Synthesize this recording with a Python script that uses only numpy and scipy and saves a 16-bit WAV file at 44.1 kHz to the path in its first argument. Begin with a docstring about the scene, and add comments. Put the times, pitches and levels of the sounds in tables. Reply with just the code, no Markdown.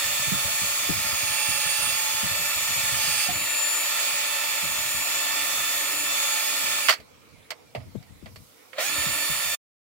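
"""A buzzing whine rides on gritty grinding and rushing air: a handheld vane motor spins a polishing pad on an engine
part, outdoors. The whine is sines at multiples of the shaft speed; grind and exhaust are shaped noise pulsing once
a turn. Pressure slows the shaft and the pad chatters. The pad snags and stalls; knocks, rubbing and squeaks follow
as the tool is handled, then it spins up again. Dull thumps are sagging sines; wind noise buffets two microphone ports."""
import sys
import numpy as np
from scipy import signal
from scipy.fft import rfft, irfft, next_fast_len
from scipy.io import wavfile
from scipy.ndimage import uniform_filter1d, map_coordinates

SR = 44100
rng = np.random.default_rng(int(sys.argv[2]) if len(sys.argv) > 2 else 0)


def generate_wav(sig):
    """Save sig (samples, or channels by samples) to the path in sys.argv[1] as 16-bit PCM at SR."""
    pcm = np.round(np.clip(np.atleast_2d(sig).T, -1, 1) * 32767).astype(np.int16)
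    wavfile.write(sys.argv[1], SR, pcm)


N = 433492
TIME = np.arange(N) / SR  # s

# All levels in the tables are relative; the mix below trims each layer.

# the two tool runs: (time [s], grind [dB], exhaust hiss over grind [dB], hum at the shaft rate [dB])
LONG_RUN = [(0.0, -30.5, 0.5, -64), (0.95, -31.5, 0.5, -71), (1.28, -30, -1.5, -78), (1.88, -30.5, 1, -65),
            (2.4, -30.5, -0.5, -77), (3.01, -30, 0.5, -74), (3.24, -31.5, 3.5, -74), (3.3, -31, -3.5, -55),
            (3.68, -31, -2.5, -60), (3.99, -29.5, -1, -64), (4.27, -30.5, -2, -63), (4.85, -31, -1, -61.5),
            (5.46, -30, -0.5, -57), (5.75, -30.5, 0, -59), (5.98, -31.5, -1, -51), (6.25, -29, -1.5, -65),
            (6.52, -30.5, 0, -56.5), (6.79, -30, -1, -56.5), (6.88, -33.5, 1.5, -64.5)]
SHORT_RUN = [(8.73, -56, -12, -87), (8.777, -42.5, -9, -83), (8.784, -30.5, -15, -77),
             (8.802, -28, -4, -76), (8.856, -32.5, 3, -55), (8.94, -30, -3.5, -50.5),
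             (9.224, -31, -1.5, -54), (9.442, -31.5, -0.5, -68), (9.55, -32.5, 1, -63)]
# pressure on the pad slows the shaft: (time [s], shaft speed [Hz])
SHAFT_SPEED = [(0, 293.6), (.74, 292.8), (.98, 291), (1.21, 289.1), (1.56, 286.8), (1.9, 287.5),
               (1.99, 290), (2.22, 290.6), (2.29, 294.5), (2.55, 295.3), (2.75, 295), (2.95, 291.5),
               (3.12, 287.7), (3.2, 283), (3.24, 284.5), (3.33, 295.6), (3.43, 297.8), (3.74, 297.4),
               (3.99, 293.2), (4.13, 292.3), (4.5, 294.6), (4.95, 295.6), (5.18, 294.9), (5.42, 293.5),
               (5.64, 293.6), (6, 296), (6.19, 292.7), (6.36, 290.1), (6.46, 290.2), (6.58, 293.6),
               (6.72, 292.2), (6.82, 293.3), (6.88, 282), (8.73, 172.5), (8.776, 180.3), (8.802, 212.7),
               (8.856, 270.6), (8.882, 282.4), (8.94, 294), (8.99, 297.7), (9.09, 298.5), (9.224, 296.6),
               (9.44, 298.5), (9.55, 297.8)]
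# strong lines: (multiple of the shaft [ratio]); the last is the pad chatter
STRONG_LINES = np.array([3, 6, 9, 12, 15, 24, 27, 30, 33, 36, 39, 48, 28 / 3])
# echoes in the engine bay colour each strong line differently at each port as the speed moves it.
# shaft speeds of the first five columns in the three tables below: (speed [Hz])
COLUMN_SPEEDS = [287.3, 290.4, 292.8, 294.6, 297.1]
# a row per strong line, the sixth column holds for the whole second run: (left level [dB] x 6)
LINE_LEFT = [(-49, -46, -56, -59, -64, -54), (-52, -63, -62, -58, -55, -56), (-56, -59, -48, -44, -45, -55),
             (-46, -46, -38.5, -42.5, -46, -51), (-55, -55, -41.5, -38.5, -49, -52),
             (-40, -34.5, -32.5, -32.5, -28, -35.5), (-47, -49, -50, -43, -46, -48),
             (-44, -47, -55, -45, -39, -42.5), (-51, -51, -47, -45, -39, -36.5),
             (-54, -50, -38, -50, -53, -43.5), (-44, -34, -53, -47, -40, -42),
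             (-54, -57, -46, -51, -52, -47), (-41.5, -50, -58, -57, -59, -62)]
# same layout: (right level [dB] x 6)
LINE_RIGHT = [(-42, -39.5, -44, -43.5, -42.5, -51), (-44, -50.5, -43, -41.5, -47, -39.5),
              (-50, -55.5, -38, -37, -35.5, -37.5), (-36, -43, -38, -39.5, -47, -35.5),
              (-53, -43, -58, -42, -41, -37), (-34.5, -33.5, -33.5, -38.5, -49, -34),
              (-52, -48, -43, -42, -45, -41.5), (-39, -40, -52.5, -56, -41, -46),
              (-30.5, -43.5, -47, -42, -40.5, -40), (-48, -48, -46, -49, -43, -52),
              (-41, -39, -46, -41.5, -43, -41.5), (-41.5, -46, -42.5, -43, -39, -42),
              (-33.5, -40, -55.5, -62, -61, -53.5)]
# same layout: (phase by which the left leads [rad] x 6)
LINE_LEAD = [(0.1, -4.7, -1.3, -2, -2, 0), (0.3, -4.5, 0, -3.3, -1.5, -1.5), (-0.3, 7, -3.5, 1.4, 0.6, 3),
             (4, -0.2, -2.4, 0.9, 4, 1), (1.3, 2.3, 4, 4, 0, 1.5), (-2, -2.5, -2.5, -2.32, 1.3, 1.34),
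             (-1, -2.5, -0.5, -2.4, -1.2, -4.5), (1.4, 1.7, 0, -4, -2, -5.5),
             (0.1, -1.5, -0.5, -2.5, -2, -2.5), (4.5, -5.5, -8.5, -1.5, 9, -8), (1.5, 3, 2.3, 0.6, 2, 4),
             (-6.5, -4, -3, 4, -5, -5), (0.5, -2.7, 1, 13, 2.2, 3)]
# weaker shaft orders: (multiple of the shaft [ratio], left level [dB], right level [dB])
WEAK_ORDERS = [(2, -55.5, -53.5), (18, -49, -53), (21, -51.5, -55), (25, -52.5, -45), (26, -53, -51),
               (28, -53, -52), (29, -59.5, -52.5), (31, -50.5, -50), (32, -62, -49), (34, -48, -54),
               (35, -58.5, -53.5), (37, -48.5, -47), (38, -55.5, -52.5), (40, -49.5, -47), (41, -51.5, -54),
               (42, -52.5, -48), (44, -58.5, -54), (45, -54, -55), (47, -58.5, -51), (49, -57.5, -48),
               (50, -57, -45.5), (51, -56, -45), (52, -54.5, -46), (53, -65, -54)]
# colour of the grinding noise: (frequency [Hz], level [dB])
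GRIND_COLOUR = [(150, -50.5), (250, -20.5), (296, -22), (452, -24), (576, -6.5), (798, -11), (879, -10),
                (957, -10.5), (1390, -2.5), (1590, -18), (1770, 3), (1950, 1), (2370, -2), (3800, -5),
                (4500, -6), (5850, -25), (9900, -120)]
# colour of the exhaust air: (frequency [Hz], level [dB])
EXHAUST_COLOUR = [(2060, -22.5), (3500, -3), (3800, -20), (4440, -4.5), (5680, -5.5), (6810, -7.5),
                  (8870, -5), (10200, -11), (13000, -11.5), (14300, -8), (15700, -9.5)]
# stereo lean of grind and exhaust: (frequency [Hz], left over right [dB])
TOOL_LEAN = [(60, 6), (99, 6), (160, -10.5), (270, 0), (450, -2), (740, -5.5), (1220, -4), (2010, -2.5),
             (3330, -3.5), (5500, -3.5), (9080, -2), (15000, -6.5)]
# resonances of the housing and the part under the pad: (frequency [Hz], width [Hz], level [dB])
HOUSING_MODES = [(552, 30, 7), (680, 31.3, 3.5), (1176, 370, 3.5), (1780, 100, 0), (2359, 96, 9.5),
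                 (4500, 820, -2.5)]
# resonances of the exhaust port: (frequency [Hz], width [Hz], level [dB])
PORT_MODES = [(6730, 460, 2), (9160, 2100, -10.5), (11940, 170, -8.5), (14800, 720, -7.5)]
# loose vanes, pad scrape and low drone: (frequency [Hz], width [Hz], level [dB])
RATTLE_MODES = [(540, 70, 0), (680, 90, -1)]
SCRAPE_MODES = [(2390, 400, 0), (3300, 900, -5.5), (4730, 350, 2.0)]
DRONE_MODES = [(382, 140, 0)]
# tool against metal:
# (time [s], level [dB], low knock [dB], bright ring [dB], noise decay t60 [s], left over right [dB])
KNOCKS = [(6.8848, -9.5, -14, -9, 0.058, -9), (6.8918, -11, -8, 1.5, 0.091, -9),
          (6.8964, -9, -16, -13, 0.085, -1), (6.9053, -18.5, -8, 3, 0.08, -7.5),
          (6.9094, -17, -32, -20, 0.06, -6.5), (6.9238, -18.5, -23.5, -6, 0.11, -7.5),
          (6.9363, -27.5, -2, 6.5, 0.051, -8.5), (7.0004, -44, -3.5, -1, 0.092, -7),
          (7.5047, -24, -12, 0.5, 0.063, -6), (7.5166, -28.5, -6.5, -10.5, 0.078, -10),
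          (7.7491, -30, 7, -10, 0.11, -5.5), (7.8025, -47.5, -1, -16, 0.16, -10),
          (7.9533, -58, 4, -16, 0.048, -1.0), (8.0254, -46.5, -25, -2, 0.06, -12.5),
          (8.2577, -39, -1, -6, 0.12, -6.5), (8.3584, -40.5, -7, 0, 0.083, -7),
          (8.7306, -35, -21.5, -27, 0.06, -16.5), (8.7829, -21, -7.5, -17, 0.06, -1.5)]
# modes of the struck part, low to high: (frequency [Hz], width [Hz], level [dB])
LOW_MODES = [(390, 420, -7), (652, 91, 10)]
MID_MODES = [(1195, 280, -2.5), (2000, 400, 1.5), (3230, 950, -7)]
HIGH_MODES = [(4490, 490, 6), (8440, 2000, -5.5), (11700, 13000, -13)]
# dull thumps with sagging pitch:
# (time [s], level [dB], first pitch [Hz], last pitch [Hz], decay t60 [s], left over right [dB])
THUMPS = [(.318, -29, 312, 131, 0.083, -23), (0.89, -33.5, 590, 136, 0.11, 28),
          (3.288, -24.5, 746, 720, 0.11, -10), (7.751, -36, 700, 119, 0.57, -2),
          (7.953, -35.5, 750, 116, 0.13, 25), (8.225, -42, 503, 151, 0.091, 20)]
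# steady wind on the ports: (time [s], level [dB])
STEADY_WIND = [(0.0, -60), (0.23, -57), (2.13, -62.5), (2.94, -55.5), (3.63, -67), (4.29, -66.5),
               (4.79, -56), (5.08, -64), (5.63, -59), (6.48, -68.5), (6.76, -65), (7.34, -64), (7.82, -61),
               (7.98, -65.5), (8.29, -58), (8.5, -69), (8.79, -75), (9.11, -56), (9.4, -63), (9.45, -76)]
# single eddies: (time [s], level [dB], left over right [dB], decay t60 [s], starting pitch of the push [Hz])
GUSTS = [(0.044, -42, 23, 0.22, 105), (0.119, -45, -0.5, 0.22, 61.9), (0.191, -40, -16, 0.22, 159),
         (0.268, -36, -28, 0.21, 167), (0.319, -28, -22.5, 0.2, 231), (0.446, -32, 11, 0.22, 86.1),
         (0.613, -33.5, 14, 0.19, 213), (0.789, -50, -2.5, 0.22, 86.1), (0.894, -29.5, 27.5, 0.22, 186),
         (0.958, -34, -1.5, 0.27, 199), (1.041, -33.5, 10, 0.2, 186), (1.121, -36, 21, 0.16, 88.8),
         (1.221, -41, 13, 0.22, 170), (1.289, -40, -12, 0.22, 86.1), (1.482, -39.5, 29, 0.19, 191),
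         (1.53, -43, 14, 0.19, 175), (1.651, -42, 21, 0.2, 199), (1.782, -37, 13, 0.22, 118),
         (1.819, -37, 12, 0.22, 80.7), (1.867, -40, -6, 0.22, 88.8), (1.919, -44, -13, 0.22, 72.7),
         (2.133, -42, 11.5, 0.25, 108), (2.229, -33.5, 24.5, 0.24, 228), (2.309, -32, 4.5, 0.27, 105),
         (2.392, -34, 14, 0.17, 170), (2.429, -45, -8, 0.2, 75.4), (2.557, -38, 9.0, 0.22, 113),
         (2.612, -48, 5, 0.26, 96.9), (2.681, -32, -7, 0.2, 80.7), (2.759, -33, 7, 0.22, 159),
         (2.829, -39, 14.0, 0.2, 102), (2.917, -35.5, -11, 0.22, 156), (2.959, -41, 2, 0.22, 132),
         (3.072, -39, 22.0, 0.19, 186), (3.139, -44, 17, 0.22, 137), (3.279, -24, 4, 0.25, 94.2),
         (3.349, -37, 11, 0.25, 110), (3.408, -36, 10, 0.21, 143), (4.122, -49, 6.5, 0.22, 96.9),
         (4.628, -36, 18, 0.22, 196), (4.689, -38, 7.5, 0.22, 64.6), (4.768, -42, 15, 0.15, 108),
         (4.849, -44.5, -12, 0.22, 156), (4.94, -38, 17.0, 0.22, 88.8), (5.149, -53, -4.0, 0.22, 61.9),
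         (6.63, -39.5, -6, 0.22, 223), (6.739, -46.5, -4.0, 0.22, 99.6), (6.987, -44, 10.0, 0.24, 80.7),
         (7.331, -44, -8, 0.25, 83.4), (7.772, -30, -5.5, 0.28, 116), (7.858, -34, 11, 0.24, 110),
         (7.948, -31.5, 25, 0.15, 229), (8.096, -43, 24, 0.22, 96.9), (8.222, -37.5, 16, 0.22, 83.4),
         (8.299, -48.5, 1.0, 0.22, 61.9), (8.369, -43, 6.5, 0.26, 110), (8.889, -44, -7.0, 0.22, 194),
         (8.976, -36, 13, 0.22, 91.5), (9.06, -27, 12.5, 0.19, 170), (9.29, -34.5, 20, 0.21, 172),
         (9.446, -37.5, 11.0, 0.26, 153)]
# colour of the wind rumble: (frequency [Hz], level [dB])
BUFFET_COLOUR = [(15, -47), (25, 1.5), (91, 16), (299, 2.5), (430, -32), (568, -20.5), (700, -25.5),
                 (910, -36), (1540, -120)]
# brighter band of strong eddies: (frequency [Hz], width [Hz], level [dB])
FLAP_MODES = [(317, 61, 0)]
# hand and sleeve on the engine: (time [s], rubbing [dB], treble of the cloth [dB])
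RUSTLE = [(6.94, -57, -71), (6.986, -51, -56), (7.072, -61, -75.5), (7.462, -57.5, -80.5),
          (7.774, -67, -66), (7.908, -63, -61), (8.18, -63, -62), (8.43, -68.5, -53.5), (8.63, -58, -57),
          (8.78, -59.5, -54)]
# the engine as it is rubbed, and the cloth: (frequency [Hz], width [Hz], level [dB])
RUB_MODES = [(470, 90, 3), (1300, 500, -7), (2300, 400, 0)]
CLOTH_MODES = [(4500, 2800, 0.18), (13000, 9000, 1.5)]
# colour of the steady air: (frequency [Hz], level [dB])
AIR_COLOUR = [(60, -19.5), (300, 1.5), (400, -9), (470, 3.5), (560, -5), (1400, -7.5), (1650, -16),
              (2400, -13), (4000, -11), (16000, -21.5)]
# faint squeaks and chirps: (time [s], length [s], from [Hz], to [Hz], level [dB])
CHIRPS = [(7.192, 0.07, 2250, 2570, -61), (7.31, 0.098, 2380, 2000, -60), (7.64, .09, 2420, 2290, -61),
          (8.07, .04, 1800, 2000, -60), (7.424, .014, 2900, 4200, -55), (7.441, .01, 3300, 4200, -56),
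          (7.975, .012, 3300, 4100, -56), (7.993, .01, 3300, 4200, -55)]

FULL_SPEED_HZ, FULL_GRIND_DB = 297, -31
HEAVE_S, HEAVE_WIDTH_S, HEAVE_DB = 3.07, 0.13, 4.5  # one hard push makes the scrape surge
LINE_DRIFT_DB = 1.38  # depth of the slow random drift of a strong line
# spinning up, the lowest line growls and higher ones fade: dB at full slack, the second per multiple
GROWL_DB, SPIN_UP_FADE_DB = 44, 2.5
GUST_RISE_S, GUST_TRIM_DB, PUSH_TRIM_DB = 0.0089, -7, -5
PUSH_SAG = 8  # exponential fall of the push pitch, per second
WIND_SWAY_DB, WIND_FLUTTER_DB = 7, 3
FADE_START_S, TOP_HZ = 9.548, 15790


def amp(db):
    """Turns dB into gain."""
    return 10 ** (np.asarray(db) / 20)


def unit(x):
    """Scales a sound to rms 1."""
    return x / np.sqrt(np.mean(x ** 2) + 1e-20)


def along(points, hz):
    """Reads (frequency, value) points on a log frequency axis."""
    f, v = np.transpose(points)
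    return np.interp(np.log(hz + 1), np.log(f + 1), v)


def curves(rows):
    """Draws one automation curve for each column after the time."""
    s, *cols = np.transpose(rows)
    return np.array([np.interp(TIME, s, c) for c in cols])


def wobble(rate):
    """Random modulation: straight lines between random knots, rate knots a second, at most 200."""
    knots = rng.standard_normal(int(N * 200 / SR) + 4)
    return map_coordinates(knots, [np.arange(N) * min(rate, 200) / SR], order=1)


def filtered(x, response):
    """Filters x by a complex response of frequency."""
    m = next_fast_len(x.shape[-1] + 8192)
    spectrum = rfft(x, m) * response(np.fft.rfftfreq(m, 1 / SR))
    return irfft(spectrum, m)[..., :x.shape[-1]]


def modes(table):
    """The causal response of a few resonances, summed with alternating sign."""
    def response(f):
        total = 0
        for k, (center, width, db) in enumerate(table):
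            damping = 1j * f * width
            total = total + (-1) ** k * amp(db) * damping / (center * center - f * f + damping)
        return total
    return response


def patchy(patchy_db):
    """Two white noises that share patches of random gain across time and frequency."""
    z = signal.stft(rng.standard_normal((2, N)), nperseg=512)[2]
    field = uniform_filter1d(rng.standard_normal(z.shape[1:]), 6, 0)
    field = uniform_filter1d(field, 12, 1)
    return signal.istft(z * amp(patchy_db * unit(field)), nperseg=512)[1][:, :N]


def near(shared, patchy_db):
    """A moving source at two ports: a shared part with wandering timing on the left, plus the left's own part."""
    right, left_own = patchy(patchy_db)
    lag = SR * (-.000072 + .00001 * wobble(0.95))  # samples; negative means the left is early
    moved = map_coordinates(right, [np.arange(N) - lag], order=3, mode="mirror")
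    share = np.clip(shared, 0, 1)
    return np.array([share * moved + np.sqrt(1 - share ** 2) * left_own, right])


def sides(pan_db):
    """Left and right gains for a level difference."""
    return amp(np.multiply.outer([.5, -.5], pan_db))


def pan(pan_db):
    """Fixed left and right gains, shaped to multiply a sound."""
    return sides(pan_db)[:, None]


def shaft_lines(turn, speed, slack, grind_db):
    """Strong shaft multiples and pad chatter: echoes set each line's level and phase as the speed moves."""
    second_run_s = SHORT_RUN[0][0]

    def at_speed(row):
        return np.where(TIME < second_run_s, np.interp(speed, COLUMN_SPEEDS, row[:-1]), row[-1])

    out = np.zeros((2, N))
    for k, left_db, right_db, lead in zip(STRONG_LINES, LINE_LEFT, LINE_RIGHT, LINE_LEAD):
        spin_up_db = slack ** 0.75 * GROWL_DB * (k == 3) - slack * SPIN_UP_FADE_DB * (k - 3)
        spin_up_db = spin_up_db * (TIME > second_run_s)
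        level = amp(grind_db - FULL_GRIND_DB + 3 + spin_up_db + LINE_DRIFT_DB * wobble(5))
        roughness = 1 + (0.24 + .6 * slack) * wobble(70)
        phase = [at_speed(lead) + 0.3 * wobble(3), np.zeros(N)]
        out += level * roughness * amp([at_speed(left_db), at_speed(right_db)]) * np.sin(k * turn + phase)
    return out


def weak_orders(turn, slack):
    """Weaker shaft multiples: faint sines whose levels waver at random, partly separately at each port."""
    out = np.zeros((2, N))
    for k, *db in WEAK_ORDERS:
        port_waver_db = 3.2 * np.array([wobble(4), wobble(4)])
        level = amp(np.array(db)[:, None] + 2.0 - 90 * slack + port_waver_db + 3 * wobble(25))
        out += level * np.sin(k * turn + rng.uniform(0, 2 * np.pi, (2, 1)))
    return out


def grind_and_exhaust(turn, grind_db, hiss_db):
    """Pad grit rings the housing and air rushes through the port, both pulsing once a turn."""
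    def coloured(colour, resonances):
        ring = modes(resonances)
        return lambda hz: amp(along(colour, hz)) * sides(along(TOOL_LEAN, hz)) * (1 + abs(ring(hz)))

    grind = unit(filtered(near(0.54, patchy_db=1.0), coloured(GRIND_COLOUR, HOUSING_MODES)))
    hiss = unit(filtered(near(0.29, patchy_db=1.3), coloured(EXHAUST_COLOUR, PORT_MODES)))
    out = amp(grind_db) * grind * (1 + 0.12 * np.sin(turn))
    return out + amp(grind_db + hiss_db + 2) * hiss * (1 + .15 * np.sin(turn))


def rattle_and_scrape(slack, grind_db):
    """Loose vanes rattle the lowest housing modes; pressure on the pad adds a scrape in the first run."""
    rattle = unit(filtered(near(.8, patchy_db=1.5), modes(RATTLE_MODES)))
    scrape = unit(filtered(near(.5, patchy_db=2.0), modes(SCRAPE_MODES)))
    heave_db = HEAVE_DB * np.exp(-((TIME - HEAVE_S) / HEAVE_WIDTH_S) ** 2)
    first_run = TIME < SHORT_RUN[0][0]
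    out = amp(grind_db + 1.5) * slack * rattle * pan(-5)
    return out + amp(grind_db + 27.5 + heave_db) * slack * first_run * scrape * pan(-2.5)


def hum_and_drone(turn, hum_db):
    """A fluttering sine at the shaft rate, with a low drone of noise that grows with it."""
    hum = (1 + 0.46 * wobble(70)) * np.sin(turn + [[-.47], [0]])
    drone = unit(filtered(patchy(patchy_db=3.0)[0], modes(DRONE_MODES)))
    return amp(hum_db + 2.5) * hum * pan(-3) + amp(0.63 * hum_db - 21) * drone * pan(-3.5)


def tool():
    """One shaft drives every layer: below full speed the vanes seat badly, lines roughen and weak orders fade."""
    speed, = curves(SHAFT_SPEED)
    grind_db, hiss_db, hum_db = curves(list(LONG_RUN) + list(SHORT_RUN))
    stop_s, start_s = LONG_RUN[-1][0], SHORT_RUN[0][0]
    running = np.interp(TIME, [stop_s, stop_s + .065, start_s, start_s + .003], [1, 0, 0, 1])
    turn = 2 * np.pi * np.cumsum(speed * (1 + 0.000299 * wobble(25))) / SR  # shaft angle, rad
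    slack = np.clip(1 - speed / FULL_SPEED_HZ, 0, 1)
    out = shaft_lines(turn, speed, slack, grind_db) + weak_orders(turn, slack)
    out += grind_and_exhaust(turn, grind_db, hiss_db)
    out += rattle_and_scrape(slack, grind_db) + hum_and_drone(turn, hum_db)
    return out * running


def knocks():
    """Each contact is a short rattle of noise that shakes the modes of the part."""
    out, t = np.zeros((2, N + SR)), np.arange(SR // 4) / SR
    for s, db, low_db, high_db, t60, pan_db in KNOCKS:
        envelope = amp(-60 * t / t60) * (1 - np.exp(-t / 0.00027))
        a, b = rng.standard_normal((2, len(t))) * envelope
        pair = np.array([a, 0.18 * a + 0.77 * b])
        blow = 0
        for table, level_db in [(LOW_MODES, low_db), (MID_MODES, 0), (HIGH_MODES, high_db)]:
            shaken = filtered(pair, modes(table))
            blow = blow + amp(level_db) * shaken / abs(shaken).max()
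        out[:, round(s * SR):][:, :len(t)] += amp(db + 2) * pan(pan_db) * blow
    return out[:, :N]


def thumps():
    """A damped swing whose pitch falls fast at first."""
    out, t = np.zeros((2, N + SR)), np.arange(SR // 3) / SR
    for s, db, first_hz, last_hz, t60, pan_db in THUMPS:
        pitch = last_hz + (first_hz - last_hz) * np.exp(-t / 0.00444)
        envelope = amp(db - 60 * t / t60) * (1 - np.exp(-t / 0.0016))
        swing = np.sin(2 * np.pi * np.cumsum(pitch) / SR) * envelope
        out[:, round(s * SR):][:, :len(t)] += pan(pan_db) * swing
    return out[:, :N]


def wind():
    """Eddies thump each port on its own: single gusts over a wind that sways from side to side."""
    db, = curves(STEADY_WIND)
    lumps = amp(2.14 * np.array([wobble(30), wobble(30)]))
    rumble = filtered(rng.standard_normal((2, N)), lambda hz: amp(along(BUFFET_COLOUR, hz)))
    flap = filtered(rng.standard_normal((2, N)), modes(FLAP_MODES))
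    steady = amp(db + 2.5 + WIND_FLUTTER_DB * wobble(10)) * sides(WIND_SWAY_DB * wobble(12))
    level = np.pad(steady, [(0, 0), (0, SR)])
    pushes = np.zeros_like(level)
    t = np.arange(SR // 2) / SR
    phases = rng.uniform(0, 2 * np.pi, (len(GUSTS), 2, 1))
    for (s, gust_db, pan_db, t60, hz), phase in zip(GUSTS, phases):
        shape = pan(pan_db) * np.clip(t / GUST_RISE_S, 0, 1) * amp(-60 * t / t60)
        swing = np.sin(2 * np.pi * hz * np.cumsum(np.exp(-PUSH_SAG * t)) / SR + phase)
        level[:, round(s * SR):][:, :len(t)] += amp(gust_db + GUST_TRIM_DB) * shape
        pushes[:, round(s * SR):][:, :len(t)] += amp(gust_db + PUSH_TRIM_DB) * shape * swing
    level = level[:, :N]
    # strong eddies are brighter: their upper part grows with the square of the level
    return pushes[:, :N] + level * unit(lumps * rumble) + amp(19.5) * level ** 2 * unit(flap)


def rustle():
    """Soft rubbing noise rings the engine's modes under a faint hiss of cloth."""
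    rub_db, cloth_db = curves(RUSTLE)
    rub = unit(filtered(patchy(patchy_db=2.5), modes(RUB_MODES)))
    cloth = unit(filtered(patchy(patchy_db=1), modes(CLOTH_MODES)))
    return pan(-3.5) * (amp(rub_db) * rub + amp(cloth_db - 3.5) * cloth)


def chirps():
    """Thin squeaks: short gliding sines with a slightly unsteady phase."""
    out = np.zeros((2, N))
    for s, length, from_hz, to_hz, db in CHIRPS:
        count = round(length * SR)
        glide = 2 * np.pi * np.cumsum(np.linspace(from_hz, to_hz, count)) / SR
        jitter = np.cumsum(rng.normal(0, 0.05, count))
        out[:, round(s * SR):][:, :count] += amp(db) * np.hanning(count) * np.sin(glide + jitter)
    return out


def yard_air():
    """Steady outdoor air: quiet coloured noise."""
    air = unit(filtered(patchy(patchy_db=2.5), lambda hz: amp(along(AIR_COLOUR, hz))))
    return pan(-3.5) * amp(-57.5) * air


def scene():
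    """Sums all sources at the two ports."""
    return tool() + knocks() + thumps() + wind() + rustle() + chirps() + yard_air()


def record(dry):
    """The microphones drop the deep bass and all above the band limit; a fast fade closes the sound."""
    fade = amp(np.clip(-2500 * (TIME - FADE_START_S), -200, 0))  # falls 2500 dB a second
    fade = fade * (TIME < FADE_START_S + .025)
    band = filtered(dry, lambda hz: (1j * hz / (45 + 1j * hz)) ** 2 * (hz < TOP_HZ))
    return band * fade


dry = scene()
out = record(dry)
generate_wav(out)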